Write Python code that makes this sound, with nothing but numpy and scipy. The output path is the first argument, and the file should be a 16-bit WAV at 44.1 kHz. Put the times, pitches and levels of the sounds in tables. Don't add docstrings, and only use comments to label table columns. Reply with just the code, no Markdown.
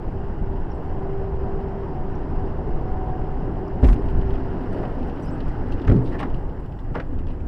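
import sys
import numpy as np
from scipy import signal
from scipy.io import wavfile
from scipy.ndimage import uniform_filter1d

SR = 44100
rng = np.random.default_rng(int(sys.argv[2]) if len(sys.argv) > 2 else 0)


def wav_record(signal):
    frames = np.transpose(np.atleast_2d(signal))
    bounded = np.clip(frames, -1, 1)
    quanta = np.round(bounded * 32767).astype(np.int16)
    wavfile.write(sys.argv[1], SR, quanta)


def rack_gain(trim_db):
    fader = np.asarray(trim_db, float)
    return 10 ** (fader / 20)


N = 329427

# t/s, strength/dB, push length/ms
BLAST_PUSHES = [
    (3.829, -3.5, 6),
    (3.8435, -12, 8.7),
    (3.883, -15, 3.4),
    (3.929, -33.5, 2.7),
]
# f/Hz, level/dB, T60/s
BLAST_PANELS = [(68, -3, .17), (102, -3, .12), (250, -1, .12), (355, -9, .08), (690, -20, .05)]
# t/s, f/Hz, level/dB, hold/s, T60/s
CAB_HEAVE = (3.855, 42.5, -8.5, .08, .05)
# t/s, level/dB, hold/s, T60/s
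SCRAPES_AFTER = [
    (3.84, -24, .1, .5),
    (5.893, -16.5, .08, .35),
]
# t/s, strength/dB, push length/ms
FLOOR_LIFT = [(5.8675, -11.5, 9.5)]
# t/s, strength/dB, push length/ms
FLOOR_THUMPS = [
    (5.879, -8, 13.5),
    (5.889, -19, 6.2),
    (5.898, -12, 2.4),
    (5.911, -6.5, 11),
    (5.93, -22.5, 2.1),
    (5.964, -14.5, 7.4),
]
# f/Hz, level/dB, T60/s
FLOOR_PANELS = [(48, -9, .2), (118, 2, .16), (160, -2, .11), (240, -3, .1), (345, -6, .09), (395, -8, .09)]
# t/s, strength/dB, push length/ms
TREAD_SLAPS = [
    (4.097, -17, 9.7),
    (4.148, -16, 8.8),
    (4.192, -18.5, 4),
    (4.32, -16, 9),
    (4.735, -19, 2.7),
    (4.8, -22, 2.9),
]
# t/s, level/dB, T60/s, centre f/Hz, brightness/dB
SHRED_SHOWERS = [(3.834, -26, 0.11, 690, -10.5), (3.842, -37, 0.094, 1930, -8),
                 (3.881, -30.5, 0.11, 877, -5.5), (3.926, -45, .072, 2060, -3.5), (4.7, -33, 1, 510, -16.5),
                 (4.827, -33.5, .1, 870, -18.5), (5.874, -30.5, 0.084, 1160, -20.5),
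                 (5.896, -35, 0.039, 1280, -10.5), (5.909, -29, 0.085, 850, -19.5),
                 (6.04, -54.5, 0.34, 2720, -7), (6.11, -42.5, 0.3, 920, -3.5), (6.183, -43, .2, 2120, 1.5),
                 (6.192, -27, .22, 780, -15), (6.223, -35.5, 0.12, 1220, -7.5),
                 (6.943, -31.5, 0.18, 1120, -10), (6.997, -36.5, 0.075, 1480, -10.5),
                 (6.944, -27, 0.25, 480, -30.5), (6.13, -35, .25, 593, -25.5),
                 (7.294, -55, 0.14, 2000, -1.5)]
# t/s, level/dB, f/Hz, width/Hz, rise/s, T60/s
BRACKET_RING = (6.138, -38, 1780, 380, .012, .09)
# t/s, peak level/dB, brightness/dB
STONE_HITS = [(3.959, -41, -21.5), (4.0189, -49.5, -20), (4.0844, -37.5, -38), (4.104, -49.5, -4.5),
              (4.2132, -42.5, -32), (4.305, -39.5, -33), (4.3385, -42, -30), (4.3536, -39.5, -22.5),
              (4.6076, -50, -36), (4.636, -45.5, -26), (4.852, -41.5, -18), (5.028, -40.5, -34),
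              (5.0963, -42, -29), (5.3508, -48.5, -5), (5.4037, -34, -24), (5.4803, -42.5, -21),
              (5.722, -34, -39), (5.7943, -39.5, -23), (5.8163, -37, -37), (5.848, -39, -17),
              (5.9877, -57, -4), (6.299, -44.5, -16.5), (6.343, -38.5, -23.5), (6.4936, -47.5, -20),
              (6.6592, -48, -11), (6.7213, -46.5, -27), (6.7883, -41.5, -32), (7.1867, -42, -34),
              (7.2681, -39.5, -40), (7.283, -42.5, -38)]
# t/s,
# length/s, level/dB, centre f/Hz, width/Hz
AIR_HISSES = [(3.837, 0.12, -59.5, 5800, 8970), (3.836, 0.065, -59, 3000, 4000),
              (5.715, .03, -60.5, 3700, 3400), (5.475, .03, -66.5, 4800, 6000),
              (5.211, .07, -70.5, 8000, 7000), (5.876, .018, -72, 5900, 6000),
              (6.032, 0.077, -73, 8750, 1500), (6.19, .022, -59, 8700, 1100),
              (2.147, .014, -65, 5500, 1000), (3.677, .009, -65.5, 5100, 1000),
              (6.8, .006, -67, 5500, 3000), (5.872, .012, -53, 4300, 3000),
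              (7.4025, 0.0063, -55, 1900, 1400)]
# f/Hz, level/dB
WALL_COLOUR = [(900, -6), (1800, 13.5), (2300, -7), (2900, 3.5), (3300, -13), (3700, -10.5), (5000, -11),
               (6200, -25), (8500, -21), (11000, -36.5), (15000, -32.5)]
# t/s, level/dB
DRAG_LEVEL = [(3.95, -33), (4.5, -32.5), (4.74, -26.5), (4.95, -27), (5.5, -31.5), (6.0, -26),
              (6.55, -38.5), (7.47, -30.5)]
# f/Hz, width/Hz, level/dB
DRAG_FLOOR = [(168, 90, -2), (253.4, 40, -0.5), (300.2, 26, -4), (336, 50, -6.5), (480, 60, -11)]
# t/s, length/s, f/Hz, level/dB
BRAKE_CHIRPS = [(.704, 0.0087, 5500, -66), (0.713, .012, 5550, -56), (.738, .034, 7950, -73),
                (5.22, 0.032, 5865, -59.5), (5.218, .03, 7880, -67), (5.238, 0.039, 4930, -60),
                (5.27, 0.033, 5060, -58), (5.238, 0.042, 10480, -77), (5.248, .018, 8410, -69),
                (5.257, 0.036, 3016, -57), (5.26, .02, 5250, -65), (5.274, 0.034, 5400, -58.5),
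                (5.293, 0.02, 6250, -68), (5.293, .028, 12655, -73), (5.305, 0.013, 7490, -65),
                (5.31, .042, 7880, -65)]
# f/Hz, width/Hz
GEAR_MESH = [(389.5, 3.93), (745, 8)]
MESH_IDLE_DB = [-51.5, -56.5]
# middle t/s, length/s, level/dB
LOW_MESH_SWELLS = [(0.164, 0.22, -41), (.5, 0.31, -41.5), (1.15, 0.48, -33), (1.618, 0.54, -36),
                   (2.113, 0.23, -41.5), (2.422, 0.16, -39), (3.112, 0.54, -40.5), (3.685, .3, -38.5),
                   (4.294, 0.65, -36.5), (4.773, 0.12, -31), (5.262, 0.11, -36)]
# middle t/s, length/s, level/dB
HIGH_MESH_SWELLS = [(.2, 0.09, -52), (1.007, 0.6, -50.5), (1.465, 0.085, -44), (1.71, 0.14, -50.5),
                    (1.99, 0.1, -40.5), (2.42, 0.1, -42.5), (3.066, 0.52, -38), (3.654, 0.15, -47),
                    (3.878, 0.11, -42), (4.863, 0.091, -34), (5.27, .15, -47)]
# t/s, level/dB
ROAD_PACE = [(0.0, -2.5), (0.9, -1.5), (1.7, -0.5), (3.5, -0.5), (5.0, -1.26), (5.8, -2), (6.3, -2.5),
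             (6.7, -7), (7.47, -8)]
# f/Hz, level per Hz/dB
RUMBLE_COLOUR = [(7.1, -19.5), (12, 5), (27, -0.5), (35, -11), (49, -4), (80, -7.5), (170, -17), (220, -52),
                 (370, -120)]
# f/Hz, level per Hz/dB
ROAR_COLOUR = [(88, -24.5), (150, 3), (210, -1), (300, -1.5), (394, -1), (515, -9.5), (648, -8.5),
               (817, -8.5), (993, -12.5), (1250, -26), (1620, -56), (2750, -120)]
# f/Hz, level per Hz/dB
HISS_COLOUR = [(800, -23.5), (1150, -1), (1500, -0.5), (1800, -5), (2000, -8), (2300, -16), (2850, -13),
               (3200, -19), (3500, -25.5), (4300, -27.5), (5100, -24.5), (5700, -30), (6300, -39),
               (7500, -53)]
# f/Hz, level/dB
CIRCUIT_COLOUR = [(4000, -14.5), (6300, -7), (9000, -3.5), (11500, -9), (13000, -7), (15500, -11),
                  (17000, -23.5)]
# f/Hz, level/dB
APART_COLOUR = [(4000, -16), (6000, -3), (9000, -2.5), (11800, -5), (12400, -10), (15500, -7)]
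# f/Hz, level/dB
STRAIN_COLOUR = [(300, -8), (900, 0), (2500, -6), (5000, -14), (10000, -20), (15500, -24)]

BURST_S = 3.83
LIMIT = .447


def evened(x):
    return x / np.sqrt(np.mean(x ** 2) + 1e-20)


def column(rows, k):
    rows = np.array(rows)
    return np.interp(np.arange(N) / SR, rows[:, 0], rows[:, k])


def ramp(s, length):
    return np.clip((np.arange(N) / SR - s) / length, 0, 1)


def fading(t, db, held, t60):
    return rack_gain(db - 60 * np.maximum(t - held, 0) / t60)


def add(mix, s, sound):
    part = mix[round(s * SR):][:len(sound)]
    part += sound[:len(part)]


def resonate(x, hz, width, times=2):
    for _ in range(times):
        x = signal.lfilter(*signal.iirpeak(hz, hz / width, SR), x)
    return x


def drift(seconds):
    span = max(int(seconds * SR), 1)
    return evened(uniform_filter1d(uniform_filter1d(rng.standard_normal(N), span), span))


def lumpy(length, grain, spread_db):
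    jumps = rng.standard_normal(length // grain + 1).repeat(grain)[:length]
    return rng.standard_normal(length) * rack_gain(spread_db * jumps)


def noise(points, size, patchy_db, gust_db):
    frames, hz = 4 * N // size + 5, np.fft.rfftfreq(size, 1 / SR)
    a, b, patches = rng.standard_normal((frames, len(hz), 3)).T
    patches = evened(uniform_filter1d(uniform_filter1d(patches, 8, 0), 8, 1))
    gusts = evened(uniform_filter1d(rng.standard_normal(frames), 4))
    f, level_db = np.transpose(points)
    colour_db = np.interp(np.log(hz + 1), np.log(f + 1), level_db, left=-120, right=-120)
    z = (a + 1j * b) * rack_gain(colour_db[:, None] + patchy_db * patches + gust_db * gusts)
    return evened(signal.istft(z, nperseg=size, noverlap=size * 3 // 4)[1][:N])


def through_wall(x):
    hz, level_db = np.transpose(WALL_COLOUR)
    grid = np.linspace(0, SR / 2, 257)
    taps = signal.firwin2(511, grid, rack_gain(np.interp(grid, hz, level_db)) ** 2, fs=SR)
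    return signal.oaconvolve(x, signal.minimum_phase(taps))[:len(x)]


def blows(rows, modes, ring_db, sharp):
    t, out = np.arange(SR // 2) / SR, np.zeros(N)
    ring = sum(fading(t, db, 0, t60) * np.sin(2 * np.pi * hz * t) for hz, db, t60 in modes)
    for s, db, ms in rows:
        u = t * 1000 / ms
        push = (1 - u ** 4) * np.exp(-u ** 4 / 3)
        add(out, s, rack_gain(db) * np.tanh(sharp * u) * (push + rack_gain(ring_db) * ring))
    return out


def shudder(scrape, modes):
    s, db, held, t60 = scrape
    t, out = np.arange(SR) / SR, np.zeros(N)
    drive = rng.standard_normal(SR)
    panels = sum(rack_gain(level_db) * evened(resonate(drive, hz, 50)) for hz, level_db, _ in modes)
    add(out, s, fading(t, db, held, t60) * np.tanh(t / 0.004) * evened(panels))
    return out


def heave():
    s, hz, db, held, t60 = CAB_HEAVE
    t, out = np.arange(SR // 2) / SR, np.zeros(N)
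    add(out, s, fading(t, db, held, t60) * np.sin(2 * np.pi * hz * t))
    return out


def tyre_burst():
    slam = blows(BLAST_PUSHES, BLAST_PANELS, ring_db=0, sharp=2.7)
    return slam + heave() + shudder(SCRAPES_AFTER[0], BLAST_PANELS)


def floor_thump():
    lift = 1.6 * blows(FLOOR_LIFT, FLOOR_PANELS, ring_db=-22, sharp=.8)
    tumble = blows(FLOOR_THUMPS, FLOOR_PANELS, ring_db=-1.0, sharp=2.1)
    return lift + tumble + shudder(SCRAPES_AFTER[1], FLOOR_PANELS)


def tread_slaps():
    return blows(TREAD_SLAPS, FLOOR_PANELS, ring_db=-14.5, sharp=1.4)


def showers():
    t, out = np.arange(SR // 2) / SR, np.zeros(N)
    for s, db, t60, hz, bright_db in SHRED_SHOWERS:
        rise = 0.074 * t60
        grains = lumpy(len(t), grain=80, spread_db=2.2)
        body = evened(resonate(grains, hz, 1.1 * hz, times=3))
        fizz = rack_gain(bright_db + 5 - 55 * t / t60) * evened(through_wall(grains))
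        add(out, s, fading(t, db, rise, t60) * np.minimum(t / rise, 1) * (body + fizz))
    return out


def bracket():
    s, db, hz, width, rise, t60 = BRACKET_RING
    t, out = np.arange(SR // 2) / SR, np.zeros(N)
    ring = evened(resonate(rng.standard_normal(len(t)), hz, width))
    add(out, s, fading(t, db, rise, t60) * np.minimum(t / rise, 1) * ring)
    return out


def stones():
    t, out = np.arange(4000) / SR, np.zeros(N)
    sheet_hz, sheet_spread, sheet_t60_s, tick_t60_s = 2680, .05, .06, .036
    top = signal.butter(2, [5500, 12000], "band", fs=SR)
    chance = rng.standard_normal((len(STONE_HITS), len(t)))
    cracks = through_wall(resonate(chance.ravel(), 4600, 5000, times=1))
    cracks = evened(cracks).reshape(chance.shape)
    for (s, db, top_db), rough, crack in zip(STONE_HITS, chance, cracks):
        hz = sheet_hz * (1 + sheet_spread * rough[-1])
        ring = evened(resonate(rough, hz, 800)) * fading(t, 0, 0, sheet_t60_s)
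        bright = rack_gain(top_db + 4) * evened(signal.lfilter(*top, rough))
        tick = (1.6 * crack + bright) * fading(t, 0, 0, tick_t60_s)
        add(out, s, rack_gain(db - 12.5) * np.minimum(t / 0.0012, 1) * (ring + tick))
    return out


def grit():
    early_per_s, late_per_s, thins_s = 105, 25, 6.3
    per_s = early_per_s * ramp(BURST_S, .1) - (early_per_s - late_per_s) * ramp(thins_s - .3, .6)
    strengths = rack_gain(3.5 * np.minimum(rng.exponential(1, N), 3))
    hits = strengths * (rng.random(N) < per_s / SR)
    decay = fading(np.arange(1500) / SR, 0, 0, 0.036)
    rattle = signal.oaconvolve(hits, decay)[:N] * rng.standard_normal(N)
    return rack_gain(-53.5) * through_wall(np.diff(rattle, prepend=0))


def hisses():
    out = np.zeros(N)
    for s, length, db, hz, width in AIR_HISSES:
        air = lumpy(SR // 4, grain=100, spread_db=3.4)
        band = evened(resonate(air, hz, width))[:int(length * SR)]
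        add(out, s, rack_gain(db) * band * signal.windows.tukey(len(band), .3))
    return out


def drag():
    rubbing = rng.standard_normal(N) * rack_gain(2.3 * drift(0.028))
    floor = sum(rack_gain(db) * evened(resonate(rubbing, hz, width)) for hz, width, db in DRAG_FLOOR)
    return rack_gain(column(DRAG_LEVEL, k=1) - 4.0) * ramp(DRAG_LEVEL[0][0], 0.11) * evened(floor)


def chirps():
    out = np.zeros(N)
    for s, length, hz, db in BRAKE_CHIRPS:
        t = np.arange(0, length, 1 / SR)
        rough = uniform_filter1d(rng.standard_normal(len(t)), 90)
        turns = np.cumsum(hz * (1 + .25 * (t - length / 2) + .1 * rough)) / SR
        add(out, s, rack_gain(db) * np.sin(2 * np.pi * turns) * signal.windows.tukey(len(t), .7))
    return out


def gears():
    t, out = np.arange(N) / SR, np.zeros(N)
    all_swells = [LOW_MESH_SWELLS, HIGH_MESH_SWELLS]
    for (hz, width), swells, idle_db in zip(GEAR_MESH, all_swells, MESH_IDLE_DB):
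        turns = hz * t + np.cumsum(.4 * width * drift(0.032)) / SR
        load = np.full(N, rack_gain(idle_db))
        for s, length, db in swells:
            load += rack_gain(db) * np.exp(-(2 * (t - s) / length) ** 2)
        out += load * np.sqrt(2) * np.sin(2 * np.pi * turns)
    return out * (1 - ramp(4.35, 0.98))


def road():
    pace_db = column(ROAD_PACE, k=1)
    rocking = ramp(BURST_S + 0.12, 0.096) - ramp(BURST_S + 0.41, 0.28)
    flapping = ramp(BURST_S, .4) - ramp(5.9, 0.064)
    rumble_level = rack_gain(-24.5 + 0.22 * pace_db + 5.5 * rocking)
    roar_level = rack_gain(-31 + 1.21 * pace_db)
    hiss_level = rack_gain(-50.2 + 0.74 * pace_db + 3 * flapping)
    rumble = rumble_level * noise(RUMBLE_COLOUR, size=8192, patchy_db=0.52, gust_db=1.4)
    roar = roar_level * noise(ROAR_COLOUR, size=2048, patchy_db=1.16, gust_db=.5)
    hiss = hiss_level * noise(HISS_COLOUR, size=512, patchy_db=1.17, gust_db=0.73)
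    return rumble + roar + hiss


def supply_whistle():
    turns = np.cumsum(7490 + 95 * drift(.003)) / SR
    octave = rack_gain(-88.5 + 5 * drift(.008)) * np.sin(4 * np.pi * turns)
    return rack_gain(-86) * np.sin(2 * np.pi * turns) + octave


def scene():
    cab = tyre_burst() + floor_thump() + tread_slaps()
    cab += showers() + bracket() + stones() + grit() + hisses()
    cab += drag() + chirps() + gears() + road()
    return np.array([cab, cab])


def top_cut(x):
    return signal.sosfilt(signal.butter(12, 15500, fs=SR, output="sos"), x)


def record(dry):
    shared = rack_gain(-82) * noise(CIRCUIT_COLOUR, size=512, patchy_db=1.5, gust_db=1.5)
    apart = rack_gain(-91.5) * noise(APART_COLOUR, size=1024, patchy_db=4.0, gust_db=4.0)
    apart += rack_gain(-60.0) * drift(0.015)
    strain = uniform_filter1d(1.0 * (abs(dry[0]) > .92 * LIMIT), 1200) ** .5
    apart += rack_gain(-48) * strain * noise(STRAIN_COLOUR, size=256, patchy_db=2.0, gust_db=2.0)
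    sides = np.array([[1], [-1]])
    wired = dry + np.sqrt(2) * supply_whistle() + shared + sides * apart
    limit = LIMIT * rack_gain(sides * (.06 + .05 * drift(.0002)))
    return top_cut(np.clip(wired, -limit, limit))


dry = scene()
out = record(dry)
wav_record(out)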